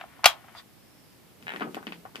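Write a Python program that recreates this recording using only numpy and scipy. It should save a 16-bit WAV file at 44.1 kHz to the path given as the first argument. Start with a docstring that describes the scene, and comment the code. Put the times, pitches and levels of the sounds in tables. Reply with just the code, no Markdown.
"""Loading a magazine in a padded booth

A cartridge is worked into a hand-held magazine and snaps under the feed lips, loud enough to overload the microphone.
A sleeve swishes as the arm reaches out; fingers drag the next cartridges over a bench and knock them about.
Blows are short bursts plus fading rings and echoes; cloth, skin and the quiet ventilation are filtered noise."""
import sys
import numpy as np
from scipy import signal
from scipy.fft import rfft, irfft, next_fast_len
from scipy.io import wavfile
from scipy.ndimage import uniform_filter1d, map_coordinates

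SR = 44100
rng = np.random.default_rng(int(sys.argv[2]) if len(sys.argv) > 2 else 0)


def to_wav(s):
    """Save 16-bit WAV."""
    ch = np.atleast_2d(s).T  # columns
    pcm = np.round(np.clip(ch, -1, 1) * 32767)  # PCM
    wavfile.write(sys.argv[1], SR, pcm.astype(np.int16))


N = 97020  # samples, 2.2 seconds

# Levels of single sounds are those before any high-pass or balance filter.
# The cartridge is forced past the feed lips and seated. Each row: start in seconds, level in dB,
# treble limit of the contact in Hz, chatter decay in seconds, shell clack against the ring in dB.
SNAPS = [(.2427, -14, 7070, 0.0029, -14.5), (0.2569, -4.5, 13300, 0.005, -9.5),
         (0.2592, -8.5, 12000, 0.0021, 4.5)]
# Small sounds at the magazine: a faint short noise just before the snap (the two rows from 0.235 to 0.24 s);
# in the other rows cartridge and thumb shift. Each row: start in seconds, level in dB, treble limit in Hz.
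SMALL_SOUNDS = [(.0115, -34.5, 2690), (.0385, -38, 850), (.192, -45, 825), (.2355, -34.5, 1510),
                (.2395, -38, 2030), (.331, -43, 1010), (.441, -46.5, 875), (0.484, -49, 2410),
                (.493, -51, 2240), (.5505, -42, 1730)]
# Ring of the loaded magazine. Each row: pitch in Hz, relative level in dB, time to fade by 60 dB in seconds.
MAGAZINE_MODES = [(762, 0.5, 0.053), (1085.5, -2, 0.092), (1181, -3.5, .07), (1255, 0, 0.063),
                  (1291, -0.5, .085), (1466, 0, 0.057), (1663, -3.5, 0.043), (1979, -3.5, 0.045),
                  (2293, 0, 0.045), (2380, -4.5, 0.11), (2790, -6, 0.098), (3217, -6.5, 0.14),
                  (3330, -2.5, .11), (3760, -7, 0.068), (3872, -8, .11), (4295, -1.5, .06),
                  (4655, -1.5, 0.067)]
# Crack of metal on the magazine. Each row: frequency in Hz, relative level in dB.
MAGAZINE_CRACK = [(60, -19), (330, -32), (490, -22), (690, 0), (980, -2.5), (1300, -0.5), (2000, -4),
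                  (3500, -4.5), (5200, -9), (7500, -13.5), (13800, -11.5)]
# The magazine as the two microphones hear it. Each row: frequency in Hz, left minus right in dB.
MAGAZINE_BALANCE = [(700, -1), (1300, 1.5), (2300, 10.5), (4400, 1.5), (6500, -6.5), (13000, 0)]
# Fingers rustle on the magazine. Each row: time in seconds, level in dB.
GRIP_LEVEL = [(0, -45.5), (.06, -62.5), (.12, -57.5), (.22, -60), (.37, -56.5), (.43, -60), (.53, -60.5),
              (.56, -52.5), (.6, -52), (.64, -72)]
# Cartridges knock on the bench. Each row: start in seconds, level in dB, treble limit in Hz,
# bass boost in dB, pitch favoured by the struck spot in Hz.
KNOCKS = [(1.4256, -48, 7100, -13, 3000), (1.545, -37, 1570, -14, 1100), (1.6084, -29, 2550, 9.5, 785),
          (1.6113, -29, 1640, 4.5, 1120), (1.6183, -25.5, 1330, 1.5, 1260), (1.6225, -30, 3630, 10.5, 1230),
          (1.669, -33.5, 1000, 15, 805), (1.677, -40, 1290, 8, 1200), (1.7458, -31.5, 10000, 19, 3000),
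          (1.7683, -29.5, 1270, 3, 705), (1.7755, -37, 1290, 1, 1510), (1.821, -52, 1210, 3, 780),
          (1.828, -42, 1420, -27, 1550), (1.869, -29, 4300, 16, 3120), (1.9227, -33, 4480, -0.5, 2800),
          (2.0526, -35.5, 1170, -13, 760), (2.149, -44, 2010, 10.5, 1580), (2.157, -33, 7770, 3, 2970),
          (2.168, -47.5, 6040, 21, 3000)]
# The hand bumps the bench. Each row: start in seconds, level in dB.
BUMPS = [(1.537, -35.5), (1.575, -42.5), (1.643, -34), (1.6557, -33.5), (1.688, -41), (2.183, -44)]
# Ring of the bench top. Each row: pitch in Hz, relative level in dB, time to fade by 60 dB in seconds.
BENCH_MODES = [(155, 7, 0.35), (207, -6, 0.076), (288, 0, 0.06), (367, -0.5, 0.13), (472, -22, 0.14),
               (777, 1.5, 0.062), (1118, -4, 0.11), (1263, 1, 0.12), (1540, 10, 0.089), (2624, 7, 0.037),
               (3040, 8, 0.021)]
# Clack of a cartridge on the bench. 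Each row: frequency in Hz, relative level in dB.
BENCH_CLACK = [(60, -26), (120, -34), (200, -1.5), (450, -3), (800, -3), (1600, 1), (2100, 2), (3000, 1),
               (4000, -8), (4700, -3.5), (6000, -12), (14000, -5.5)]
# A dragged cartridge sticks and slips. Each row: start in seconds, level in dB.
SLIPS = [(1.469, -34.5), (1.481, -30), (1.493, -31.5), (1.5045, -32.5), (1.52, -34), (1.5373, -35.5),
         (1.5614, -32), (1.598, -38)]
# Colour of the drag. Each row: frequency in Hz, relative level in dB.
DRAG_COLOUR = [(200, -28), (380, -9), (600, -4.5), (900, 1.5), (1150, -11), (1700, 6), (2200, 3.5),
               (3000, -1.5), (3950, -12), (4400, -28), (6500, -42), (14000, -38)]
# Ring of the dragged cartridge. Each row: pitch in Hz, relative level in dB, time to fade by 60 dB in seconds.
CASE_MODES = [(1650, -0.5, 0.054), (3660, -10, 0.024)]
# Fingers rub along the bench. Each row: time in seconds, level in dB.
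RUB_LEVEL = [(1.38, -77), (1.41, -56.5), (1.5, -54.5), (1.56, -47), (1.68, -55), (1.72, -50), (1.79, -57),
             (1.85, -55), (1.89, -55), (1.99, -54.5), (2.06, -59.5), (2.13, -68), (2.2, -48.5)]
# Colour of skin rubbing on the bench. Each row: frequency in Hz, relative level in dB.
RUB_COLOUR = [(90, -37.5), (130, -21.5), (170, -1.5), (290, -5.5), (420, -8), (600, -15.5), (1000, -21.5),
              (3000, -25.5), (7000, -31), (14000, -33)]
# A fingertip judders on the bench. Each row: peak in seconds, spread in seconds, pitch in Hz, level in dB.
JUDDERS = [(1.43, 0.019, 234.5, -57.5), (1.954, 0.055, 165.9, -52)]
# Sleeve swishes. Each row: peak in seconds, rise in seconds, fall in seconds, level in dB,
# centre in Hz, distance from the centre to half gain in octaves.
SWISHES = [(0.585, 0.014, 0.016, -47.5, 3580, 0.088), (.588, 0.02, 0.012, -51.5, 4720, 0.073),
           (.59, 0.035, .02, -59.5, 6000, 1), (.84, 0.051, 0.1, -72, 5100, 0.068),
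           (.99, 0.092, 0.043, -69, 5380, 0.06), (1.109, 0.077, 0.052, -68.5, 4920, 0.084)]
# Colour of ventilation and hiss. Each row: frequency in Hz, relative level in dB per Hz.
AIR_COLOUR = [(15, -57.5), (25, -35.5), (51, -12.5), (117, -2), (290, -5.5), (520, -12), (755, -14),
              (1360, -18.5), (2310, -19), (4260, -22.5), (5270, -23), (6350, -26.5), (14500, -23)]
# Likeness of left and right in the air. Each row: frequency in Hz, correlation from 0 to 1.
AIR_LIKENESS = [(50, 0.1), (150, 0.09), (500, 0.25), (1500, .3), (6000, 0.063)]
# Likeness of left and right in the echoes, cloth and skin. Each row: frequency in Hz, correlation from 0 to 1.
ROOM_LIKENESS = [(200, 0.93), (700, 0.24), (1500, 0.48), (4000, 0.077)]
# Decay of the booth. Each row: frequency in Hz, time to fade by 60 dB in seconds.
ROOM_T60 = [(150, .19), (600, 0.24), (1500, 0.14), (3300, 0.16), (6500, .125), (13000, 0.12)]

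# Settings of the blows: names end in their unit; pan is left minus right.
MAGAZINE = dict(ring_db=-4.5, chatter_db=13.5, room_db=-6.5, pan_db=-0.3, lag_s=-0.000061)
SMALL = dict(chatter_s=0.0034, chatter_db=5.5, ring_db=-7.5, room_db=-6.5, pan_db=-1.5, lag_s=0)
BENCH = dict(chatter_s=0.0008, chatter_db=-3, ring_db=-7, room_db=-2, pan_db=5.5, lag_s=0.00024)
SLIP = dict(chatter_s=0.001, chatter_db=-6, ring_db=-5, room_db=-3.5, pan_db=5, lag_s=0.00023)

MAGAZINE_BASS_HZ, BENCH_BASS_HZ = 529, 150  # high-pass limits
CLACK_HZ, CLACK_T60_S = 715, 0.026  # hollow clack of the magazine shell
GRIP_GRAINS_PER_S, GRIP_SPREAD_DB, GRIP_CONTACT_HZ = 4500, 5, 2500
BASS_HZ = 434  # a bass boost acts below about here
SPOT_OCTAVES = 0.38  # distance at which a struck spot halves a mode of the bench
BUMP_HZ, BUMP_CONTACT_HZ, BUMP_RING_DB = 347, 565, -8.5  # ring level is on top of the bench's own
CASE_SCATTER = 0.07  # random spread of the case pitch, as a fraction
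JUDDER_WANDER = 0.046  # random spread of the judder pitch, as a fraction
AIR_DB = -55
ROOM_ONSET_S = 0.0013
ROOM_CLUMP_DB, ROOM_CLUMP_SAMPLES = 2.5, 48
HIT_S, LEVEL_WINDOW_S, TOP_HZ = 0.4, 0.005, 14700
T = np.arange(N) / SR  # time in the scene, seconds
AGE = T[:int(HIT_S * SR)]  # time since a blow, seconds


def magazine():
    """Small sounds and a snap as the cartridge goes home: the shell clacks and each blow rings the magazine."""
    out, room = grip(), booth()
    for start, db, contact_hz in SMALL_SOUNDS:
        blow = contact(MAGAZINE_CRACK, room, ring=magazine_ring(), **SMALL)
        add(out, start, db, soften(blow, contact_hz))
    out = highpass(out, MAGAZINE_BASS_HZ)
    clack = unit(highpass(mode(CLACK_HZ, 0, CLACK_T60_S), MAGAZINE_BASS_HZ))
    for start, db, contact_hz, chatter_s, clack_db in SNAPS:
        body = magazine_ring() + amp(clack_db) * clack
        blow = contact(MAGAZINE_CRACK, booth(), chatter_s, ring=body, **MAGAZINE)
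        add(out, start, db, soften(blow, contact_hz))
    left = colour(out[0], lambda f: amp(curve(MAGAZINE_BALANCE, f) / 2))
    right = colour(out[1], lambda f: amp(-curve(MAGAZINE_BALANCE, f) / 2))
    return np.array([left, right])


def magazine_ring():
    """The magazine's modes, each starting up or down at random."""
    signs = rng.choice([-1, 1], len(MAGAZINE_MODES))
    ring = sum(sign * mode(*row) for sign, row in zip(signs, MAGAZINE_MODES))
    return unit(highpass(ring, MAGAZINE_BASS_HZ))


def grip():
    """Fingers rustle on the magazine in dense soft grains, heard directly and by way of the booth."""
    size, chance = rng.standard_normal((2, N)), rng.random(N)
    happens = chance < GRIP_GRAINS_PER_S / SR
    grains = happens * np.sign(size[0]) * amp(GRIP_SPREAD_DB * size[1])
    near = soften(colour(grains, lambda f: amp(curve(MAGAZINE_CRACK, f))), GRIP_CONTACT_HZ)
    echo = signal.fftconvolve(near[None], booth(), axes=1)[:, :N]
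    heard = near + amp(-0.5) * echo
    level_db = np.interp(T, *np.array(GRIP_LEVEL).T, right=-np.inf)  # silent after the last row
    return np.sqrt(N) * unit(heard) * amp(level_db)


def bench():
    """A cartridge is dragged in jerks, others knock on the top and the hand bumps it; the blows share one echo."""
    out, room = np.zeros((2, N)), booth()
    shifts = np.exp(CASE_SCATTER * rng.standard_normal(len(SLIPS)))
    for (start, db), shift in zip(SLIPS, shifts):
        case = unit(sum(mode(hz * shift, mode_db, t60) for hz, mode_db, t60 in CASE_MODES))
        add(out, start, db, contact(DRAG_COLOUR, room, ring=case, **SLIP))
    for start, db, contact_hz, bass_db, spot_hz in KNOCKS:
        blow = contact(BENCH_CLACK, room, ring=bench_ring(spot_hz), **BENCH)
        add(out, start, db, soften(blow, contact_hz, bass_db))
    for start, db in BUMPS:
        ring = bench_ring(BUMP_HZ) * amp(BUMP_RING_DB)
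        blow = contact(BENCH_CLACK, room, ring=ring, **BENCH)
        add(out, start, db, soften(blow, BUMP_CONTACT_HZ))
    return highpass(out + fingers(), BENCH_BASS_HZ)


def bench_ring(spot_hz):
    """The spot that is struck favours the bench modes near one pitch."""
    ring = 0
    for hz, db, t60 in BENCH_MODES:
        octaves_away = np.log2(hz / spot_hz)
        ring = ring + mode(hz, db, t60) / (1 + (octaves_away / SPOT_OCTAVES) ** 2)
    return unit(ring)


def fingers():
    """Skin rubs along the bench top as coloured noise and judders as a low hum with a wandering pitch."""
    rubbing = unit(colour(diffuse(ROOM_LIKENESS, N), lambda f: amp(curve(RUB_COLOUR, f))))
    out = rubbing * np.sqrt(N) * amp(np.interp(T, *np.array(RUB_LEVEL).T))
    for peak, spread, hz, db in JUDDERS:
        wander = np.sqrt(N) * unit(uniform_filter1d(rng.standard_normal(N), size=800))
        phase = 2 * np.pi * np.cumsum(hz * (1 + JUDDER_WANDER * wander)) / SR
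        swell = np.exp(-((T - peak) / spread) ** 2 / 2)
        out = out + amp(db) * np.sqrt(2) * np.sin(phase) * swell
    return out


def sleeve():
    """Sliding cloth: bands of hiss that swell and fade."""
    out = np.zeros((2, N))
    for peak, rise, fall, db, hz, octaves in SWISHES:
        band = lambda f: 1 / (1 + (np.log2((f + 1) / hz) / octaves) ** 2)
        hiss = unit(colour(diffuse(ROOM_LIKENESS, N), band))
        swell = np.exp(-((T - peak) / np.where(T < peak, rise, fall)) ** 2 / 2)
        out += amp(db) * np.sqrt(N) * hiss * swell
    return out


def air():
    """Steady ventilation under a fine hiss, made of coloured noise."""
    noise = colour(diffuse(AIR_LIKENESS, N), lambda f: amp(curve(AIR_COLOUR, f)))
    return amp(AIR_DB) * np.sqrt(N) * unit(noise) * sides(pan_db=-0.5)


def booth():
    """Uneven reflections that build up quickly and die at a different speed in each band."""
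    clump_db = ROOM_CLUMP_DB * np.repeat(rng.standard_normal(len(AGE)), ROOM_CLUMP_SAMPLES)
    noise = rfft(diffuse(ROOM_LIKENESS, len(AGE)) * amp(clump_db[:len(AGE)]))
    hz = np.arange(noise.shape[1]) / HIT_S
    centres, t60s = np.array(ROOM_T60).T
    tail = 0
    for row, t60 in zip(np.eye(len(centres)), t60s):
        band = np.interp(np.log(hz + 1), np.log(centres), row)  # overlaps its neighbours
        tail = tail + irfft(noise * band, len(AGE)) * np.exp(-np.log(1000) * AGE / t60)
    build_up = 1 - np.exp(-(AGE / ROOM_ONSET_S) ** 2)
    return unit(tail * build_up)


def contact(spectrum, room, chatter_s, chatter_db, room_db, pan_db, lag_s, ring=0, ring_db=0):
    """A blow with brief chatter and the ring of the body, then the booth; a positive lag makes the left late."""
    push = amp(chatter_db) * unit(rng.standard_normal(len(AGE)) * np.exp(-AGE / chatter_s))
    push[0] += 1  # the blow itself
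    tone = lambda f: amp(curve(spectrum, f))
    direct = (unit(colour(push, tone)) + amp(ring_db) * ring) * sides(pan_db)
    late = int(lag_s < 0)  # 0 is left, 1 is right
    direct[late] = map_coordinates(direct[late], [(AGE - abs(lag_s)) * SR], order=3)
    return direct + amp(room_db) * unit(colour(room, tone))


def soften(x, contact_hz, bass_db=0):
    """A softer contact loses treble; a heavier one gains bass."""
    def gain(f):
        bass = amp(bass_db / (1 + (f / BASS_HZ) ** 4))
        return bass / np.sqrt(1 + (f / contact_hz) ** 6)
    return colour(x, gain)


def mode(hz, db, t60):
    """One fading tone of a ringing body."""
    return amp(db) * np.sin(2 * np.pi * hz * AGE) * np.exp(-np.log(1000) * AGE / t60)


def highpass(x, hz):
    """A steep fourth-order high-pass that removes the deep bass below the given limit."""
    return signal.sosfilt(signal.butter(4, hz, "high", fs=SR, output="sos"), x)


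def add(out, start, db, x):
    """Mix in a hit whose energy equals a steady sound of this level lasting the level window."""
    i = int(start * SR)
    hit = amp(db) * np.sqrt(LEVEL_WINDOW_S * SR) * unit(x)
    out[:, i:i + len(AGE)] += hit[:, :N - i]


def diffuse(likeness, size):
    """Stereo noise whose sides are alike by a set amount at each frequency."""
    mid, side = rfft(rng.standard_normal((2, size)))
    c = np.clip(curve(likeness, np.arange(len(mid)) * SR / size), 0, 1)
    mid, side = mid * np.sqrt(1 + c), side * np.sqrt(1 - c)
    return irfft(np.array([mid + side, mid - side]), size)


def colour(x, gain):
    """Filter by a gain for each frequency, with no sound ahead of its cause (minimum phase)."""
    n = 2 * next_fast_len(x.shape[-1])
    cep = irfft(np.log(gain(np.arange(n // 2 + 1) * SR / n) + 1e-9))
    cep[1:n // 2] *= 2  # folding the cepstrum forward in time gives minimum phase
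    cep[n // 2 + 1:] = 0
    return irfft(rfft(x, n) * np.exp(rfft(cep)), n)[..., :x.shape[-1]]


def curve(points, hz):
    """Read (Hz, value) points on a log-frequency axis."""
    f, v = np.array(points).T
    return np.interp(np.log(hz + 1), np.log(f), v)


def sides(pan_db):
    """Left and right gains, set apart by the pan."""
    return amp(np.array([[pan_db], [-pan_db]]) / 2)


def unit(x):
    """Scale to an average energy of one per channel."""
    return x / np.sqrt(np.mean(np.sum(x ** 2, axis=-1)))


def amp(db):
    """Decibels to gain."""
    return 10 ** (np.asarray(db) / 20)


def scene():
    """Everything in the booth."""
    return magazine() + bench() + sleeve() + air()


def record(dry):
    """The microphone clips at full scale, then a steep low-pass cuts off the top."""
    lowpass = signal.ellip(10, 0.2, 70, TOP_HZ, fs=SR, output="sos")
    return signal.sosfilt(lowpass, np.clip(dry, -1, 1))


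dry = scene()
out = record(dry)
to_wav(out)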